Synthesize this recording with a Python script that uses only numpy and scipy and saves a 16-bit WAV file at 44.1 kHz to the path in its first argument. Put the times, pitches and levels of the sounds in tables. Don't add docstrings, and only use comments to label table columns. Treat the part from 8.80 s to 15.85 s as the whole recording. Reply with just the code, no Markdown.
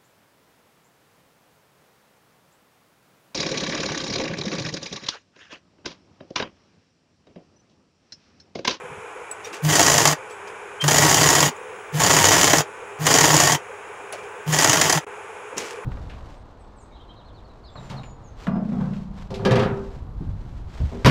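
import sys
import numpy as np
from scipy import signal
from scipy.fft import rfft, irfft, next_fast_len
from scipy.io import wavfile
from scipy.ndimage import uniform_filter1d, map_coordinates

SR = 44100
rng = np.random.default_rng(int(sys.argv[2]) if len(sys.argv) > 2 else 0)


def wav_out(sig):
    wavfile.write(sys.argv[1], SR, np.round(np.clip(np.atleast_2d(sig).T, -1, 1) * 32767).astype(np.int16))


N = 310807

# (start [s], straining [s], stop [s], pace [strokes/s], steel rattle before trim [dB],
# case clatter before trim [dB], table rumble [dB], starting hum before trim [dB])
BURSTS = [(0.817, 0.071, 1.346, 27, -18, -19.5, -28, -13.5),
          (2.018, 0.06, 2.702, 30, -17.5, -18.5, -25.5, -15), (3.121, 0.072, 3.825, 30, -17, -18, -26, -18),
          (4.185, 0.068, 4.77, 29, -17.5, -18.5, -27, -19.5),
          (5.657, 0.06, 6.196, 24, -20, -20.5, -31, -16.5)]


def amp(db):
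    return 10 ** (np.asarray(db) / 20)


def unit(x):
    return x / np.sqrt(np.mean(x ** 2) + 1e-20)


def along(points, hz):
    f, v = np.transpose(points)
    return np.interp(np.log(hz + 1), np.log(f + 1), v)


def clock():
    return np.arange(N) / SR


def wobble(knots_per_s):
    knots = rng.standard_normal(int(N * knots_per_s / SR) + 4)
    return map_coordinates(knots, [clock() * knots_per_s])


def filtered(x, response):
    size = next_fast_len(N + SR // 2)
    spectrum = rfft(x, size) * response(np.fft.rfftfreq(size, 1 / SR))
    return irfft(spectrum, size)[:N]


def shape(spectrum, modes, hz):
    peaks_db = sum(db / (1 + (2 * (hz - centre) / width) ** 2) for centre, width, db in modes)
    return amp(along(spectrum, hz) + peaks_db)


def noise(spectrum, modes=()):
    return unit(filtered(rng.standard_normal(N), lambda hz: shape(spectrum, modes, hz)))


def add(track, start_s, sound):
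    part = track[round(start_s * SR):][:len(sound)]
    part += sound[:len(part)]


def contacts(rate_hz, scatter_db, count=4000):
    times_s = (np.arange(count) + rng.random(count)) / rate_hz
    sizes = amp(scatter_db * rng.standard_normal(count))
    return unit(np.bincount((times_s * SR).astype(int), sizes, N)[:N])


def buzz(impacts, t60_s):
    power_fade = amp(-60 / (t60_s * SR)) ** 2
    power = signal.lfilter([1], [1, -power_fade], impacts ** 2)
    return unit(np.sqrt(power))


def swells(rows):
    out = np.zeros(N)
    for start_s, db, length_s in rows:
        u = np.maximum(clock() - start_s, 0) / (length_s / 3)
        out += amp(db) * u * np.exp(1 - u)
    return out


def room_noise():
    # (frequency [Hz], relative density [dB])
    air = [(18, -80), (30, -34), (105, -9.5), (155, -24.5), (193, -13), (242, -25), (348, -8), (377, -7),
           (409, 7), (491, -8.5), (639, -7), (1020, -3), (2110, -11.5), (2430, -9.5), (3800, -27.5),
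           (4940, -45), (8360, -120)]
    hollow = [(280, -32), (380, -16.5), (440, -5.5), (510, -2.5), (660, -45), (3000, -67)]
    hiss = [(2500, -30), (3500, -49), (4400, -13), (5100, -4.5), (6150, -5.5), (6500, 1), (7900, -1),
            (9200, -5.5), (10000, 2), (10700, -13.5), (15500, -28)]
    # (frequency [Hz], width [Hz], lift [dB])
    room_modes = [(860, 120, 3), (1520, 130, 4), (2360, 200, 3), (5650, 150, 4), (6530, 200, 4),
                  (7080, 150, 4)]
    rush = amp(-38.5 + 0.24 * wobble(7.3)) * noise(air, room_modes)
    drone_db = -46.5 + 7 * np.tanh(wobble(22))
    drone = amp(drone_db) * noise(hollow)
    return rush + drone + amp(-56.5) * noise(hiss, room_modes)


def walls(x):
    # (frequency [Hz], t60 [s])
    room_decay = [(150, 0.072), (1000, 0.13), (5000, 0.1), (14000, 0.076)]
    delay_s = .004
    out, size = np.zeros(N), SR // 5
    for start in range(0, N - size, size // 2):
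        hz, t, z = signal.stft(rng.standard_normal(size), SR, nperseg=256)
        t60_s = along(room_decay, hz)[:, None]
        tail = signal.istft(z * amp(-60 * t / t60_s), SR, nperseg=256)[1]
        piece = x[start:start + size] * np.sqrt(np.hanning(size))
        add(out, start / SR + delay_s, signal.fftconvolve(piece, tail / np.linalg.norm(tail)))
    return out


def bumps():
    # (start [s], level [dB], length [s], centre [Hz])
    thuds = [(0.036, -43, 0.023, 112), (0.086, -43, 0.055, 132), (0.165, -46, 0.049, 130),
             (0.711, -41, 0.046, 350), (5.196, -34.5, 0.013, 484), (5.25, -54, 0.017, 435),
             (5.325, -33.5, 0.036, 620), (6.732, -37, 0.021, 443), (6.763, -33, 0.041, 308),
             (6.812, -38, 0.067, 417)]
    out = np.zeros(N)
    for start_s, db, length_s, hz in thuds:
        band = [(hz / 4, -40), (hz / 2, -14), (hz, 0), (hz * 2, -16), (hz * 10, -70)]
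        out += swells([(start_s, db, length_s)]) * noise(band)
    return out


def swishes():
    # (start [s], level [dB], length [s])
    rushes = [(0.637, -40, 0.048), (0.725, -34, 0.043), (1.497, -49, 0.033), (1.672, -44.5, 0.021),
              (2.008, -31, 0.024), (5.325, -35.5, 0.024), (5.375, -51, 0.027), (5.425, -50, 0.029),
              (6.765, -31.5, 0.065), (6.84, -39, 0.096)]
    # (frequency [Hz], relative density [dB])
    soft_hiss = [(200, -37), (400, -11), (2500, 3), (4000, -6.5), (6200, -2.5), (7500, -7), (11000, -18),
                 (15500, -29)]
    smooth = swells(rushes) * noise(soft_hiss)
    return smooth * buzz(contacts(rate_hz=270, scatter_db=3.5), t60_s=0.047)


def ticks():
    # (time [s], level [dB], ring [Hz], t60 [s])
    touches = [(0.513, -20, 7900, 0.034), (0.646, -29.5, 5740, 0.057), (0.647, -38, 3670, .08),
               (1.508, -44, 7770, 0.16), (1.68, -40, 5000, .03), (2.765, -39, 7060, .03),
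               (5.325, -17, 9960, 0.0073)]
    rise_s = 0.00049
    out, t = np.zeros(N), np.arange(SR // 5) / SR
    for start_s, db, hz, t60_s in touches:
        ring = np.sin(2 * np.pi * hz * t) + amp(-16.5) * rng.standard_normal(len(t))
        add(out, start_s, amp(db - 60 * t / t60_s) * (1 - np.exp(-t / rise_s)) * ring)
    return out


def squeaks():
    # (start [s], level [dB], length [s])
    slips = [(1.996, -19.5, 0.047), (3.46, -24, 0.051)]
    squeal_hz = 3160
    out = np.zeros(N)
    for start_s, db, length_s in slips:
        t = np.arange(round(length_s * SR)) / SR
        swell = np.sin(np.pi * t / length_s) ** 2
        add(out, start_s, amp(db) * swell * np.sin(2 * np.pi * squeal_hz * t))
    return out


def speed(t, start_s, strain_s, stop_s):
    creep, free, coast = 0.21, 0.71, 0.67
    break_s, spin_up_s, coast_s, brake_s = 0.0064, 0.1, 0.17, 0.028
    strained_s = start_s + strain_s
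    free_s = strained_s + break_s
    brake_start_s = stop_s - brake_s
    times_s = [start_s, strained_s, free_s, free_s + spin_up_s, brake_start_s - coast_s, brake_start_s, stop_s]
    return np.interp(t, times_s, [0, creep, free, 1, 1, coast, 0])


def shaking():
    powers = np.array([[1.01], [0.84], [.8]])
    gains = np.zeros((3, N))
    for start_s, strain_s, stop_s, _, steel_db, case_db, table_db, _ in BURSTS:
        run = speed(clock(), start_s, strain_s, stop_s)
        gains += amp([[steel_db], [case_db], [table_db]]) * run ** powers
    return gains


def table_rumble(rumble, hum):
    # (frequency [Hz], relative density [dB])
    wood = [(20, -9), (35, -20), (60, -5.5), (100, 6.5), (140, 8.5), (190, 4.5), (240, -18), (400, -15.5)]
    return np.hypot(rumble, amp(-17) * hum) * noise(wood)


def strain():
    rise_s, fall_s = 0.042, 0.033
    stall_db, stall_lead_s, stall_width_s = -20, 0.026, .02
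    t, out = clock(), np.zeros(N)
    running = amp(-28.5 + 7.5 * wobble(30))
    for start_s, strain_s, stop_s, *_, hum_db in BURSTS:
        rise = np.sin(np.pi / 2 * np.clip((t - start_s) / rise_s, 0, 1)) ** 2
        fall = np.exp(-np.maximum(t - start_s - strain_s, 0) / fall_s)
        stall = np.exp(-((t - stop_s + stall_lead_s) / stall_width_s) ** 2)
        loaded = amp(hum_db) * rise * fall + amp(stall_db) * stall
        out += np.hypot(loaded, running * speed(t, start_s, strain_s, stop_s))
    return out


def motor(hum):
    hum_hz = 150.7
    free = 1 / (1 + (hum / amp(-11.5)) ** 2)
    phase = 2 * np.pi * hum_hz * clock() + 0.75 * free * wobble(28)
    flutter = amp(-1.5 + 1.2 * wobble(110))
    return flutter * hum * (np.sin(phase) + amp(-22.5) * np.sin(2 * phase))


def stitching():
    # (time [s], steel before trim [dB], case knock before trim [dB])
    timed = [(0.848, -18, -28), (0.9532, -6, -21), (0.9931, -3, -12), (1.028, -5, -24), (1.1792, -1.5, -15),
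             (1.253, -3, -11.5), (1.274, -0.5, -19.5), (2.0387, -16, -19.5), (2.0787, -5.5, -16),
             (2.1094, -7.5, -19), (2.182, -1.5, -14.5), (2.3426, -2, -15.5), (2.4044, -10, -35),
             (2.488, -5, -16), (2.5016, -7, -23), (2.5512, -4, -17), (2.604, -3.5, -18),
             (2.6268, -9, -11.5), (3.2, -13, -18), (3.235, -6, -20), (3.264, -6, -20),
             (3.3643, -4.5, -15.5), (3.452, -8, -23), (3.6417, -5, -18), (3.7323, -5.5, -11.5),
             (3.7828, -6, -21), (4.2663, -2, -11.5), (4.3042, -10, -18), (4.339, -4.5, -17),
             (4.3847, -2, -13.5), (4.4083, -3, -13.5), (4.439, -9, -11.5), (4.565, -4.5, -18),
             (4.6, -3.5, -14), (4.6344, -4.5, -17), (4.672, -5.5, -17), (4.7197, -6.5, -21),
             (5.727, -12.5, -21.5), (5.7865, -4, -16.5), (5.8436, -1, -14.5), (5.8947, -3.5, -15.5),
             (5.9304, -3.5, -13.5), (6.013, -1, -12), (6.096, -3.5, -16), (6.1251, -3, -19.5),
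             (6.7792, -15, -30)]
    clack_trim_db, knock_trim_db = -8, 1
    stroke_db, stroke_knock_db = -20.5, -20
    scatter_db, jitter_s = 2.5, .003
    rest_knock_db, rest_lead_s = -22, 0.0223
    blows = [(s, amp(db + clack_trim_db), amp(knock_db + knock_trim_db)) for s, db, knock_db in timed]
    for start_s, strain_s, stop_s, rate_hz, *_ in BURSTS:
        free_s, rest_s = start_s + strain_s, stop_s - rest_lead_s
        beats = [free_s] + [s for s, *_ in timed if free_s < s < rest_s] + [rest_s]
        light = []
        for a, b in zip(beats, beats[1:]):
            light.extend(np.linspace(a, b, round((b - a) * rate_hz) + 1)[1:-1])
        for s, (late, *uneven) in zip(light, rng.standard_normal(size=(40, 3))):
            steel, case = speed(s, start_s, strain_s, stop_s) * amp(scatter_db * np.array(uneven))
            blows.append((s + jitter_s * late, steel * amp(stroke_db), case * amp(stroke_knock_db)))
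        blows.append((rest_s, 0, amp(rest_knock_db)))
    return blows


def blow(rise_s, hold_s, t60_s):
    t = np.arange(SR // 10) / SR
    return (1 - np.exp(-t / rise_s)) * amp(-60 * np.maximum(t - hold_s, 0) / t60_s)


def jangle(patchy_db):
    z = signal.stft(rng.standard_normal(N), nperseg=512)[2]
    across_hz = uniform_filter1d(rng.standard_normal(z.shape), size=3, axis=0)
    field = uniform_filter1d(across_hz, size=5, axis=1)
    return unit(signal.istft(z * amp(patchy_db * unit(field)), nperseg=512)[1][:N])


def body(force, spectrum, modes, size=16384):
    cepstrum = irfft(np.log(shape(spectrum, modes, np.fft.rfftfreq(size, 1 / SR))))
    cepstrum[1:size // 2] *= 2
    cepstrum[size // 2 + 1:] = 0
    response = irfft(np.exp(rfft(cepstrum)))
    return signal.fftconvolve(force, response / np.linalg.norm(response))[:N]


def linkage(rattle, clatter):
    # (frequency [Hz], relative gain [dB])
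    steel_spectrum = [(2000, -29), (3300, -14), (4200, -10), (4800, -4), (6000, -1), (7000, 0.5),
                      (7500, -2.5), (8000, -8.5), (10300, -14), (11000, -16), (15500, -35)]
    case_spectrum = [(180, -32.5), (240, -4.5), (290, -1), (520, -2), (850, -0.5), (1200, -4), (1600, -5),
                     (1950, -3.5), (2500, -9), (3000, -5), (3900, -12.5), (6000, -25)]
    # (frequency [Hz], width [Hz], lift [dB])
    steel_modes = [(4711, 150, 5), (5076, 50, 4), (5830, 60, 3), (6132, 70, 6), (6595, 120, 3),
                   (6887, 70, 7), (7020, 70, 4), (10190, 100, 3), (11270, 200, 5), (12400, 180, 5)]
    case_modes = [(312, 40, 3), (438, 25, 3), (621, 35, 4), (705, 50, 3), (881, 45, 3), (937, 28, 5),
                  (1110, 32, 8), (1689, 45, 4), (1835, 50, 5), (1921, 40, 7), (3157, 45, 5)]
    sharp, dull, slack = np.zeros((3, N))
    flight_s = .012
    clack = blow(rise_s=.0005, hold_s=.0028, t60_s=.022)
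    knock = blow(rise_s=.0009, hold_s=.004, t60_s=.04)
    for s, steel, case in stitching():
        add(sharp, s, steel * clack)
        add(dull, s, case * knock)
        add(slack, s - .8 * flight_s, np.hanning(round(flight_s * SR)))
    loose = buzz(contacts(rate_hz=220, scatter_db=2.4), t60_s=.035) * amp(-4 * slack)
    on_steel = np.hypot(sharp, amp(-2.0) * rattle * loose) * jangle(patchy_db=1.0)
    on_case = np.hypot(dull, amp(0.5) * clatter * loose) * rng.standard_normal(N)
    return body(on_steel, steel_spectrum, steel_modes) + body(on_case, case_spectrum, case_modes)


def scene():
    rattle, clatter, rumble = shaking()
    hum = strain()
    near = linkage(rattle, clatter) + ticks() + swishes()
    table = table_rumble(rumble, hum) + bumps()
    mix = near + amp(-10.5) * walls(near) + squeaks() + motor(hum) + table + room_noise()
    return mix[None]


def record(dry):
    dip_start_s, dip_end_s, dip_db = 6.248, 6.266, -25
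    top_hz = 15750
    rounded = dry[0] / (1 + np.abs(dry[0]) ** 6) ** (1 / 6)
    inside = (clock() > dip_start_s) & (clock() < dip_end_s)
    dip = uniform_filter1d(1. * inside, size=64)
    return filtered(rounded * amp(dip_db * dip), lambda hz: hz < top_hz)[None]


dry = scene()
out = record(dry)
wav_out(out)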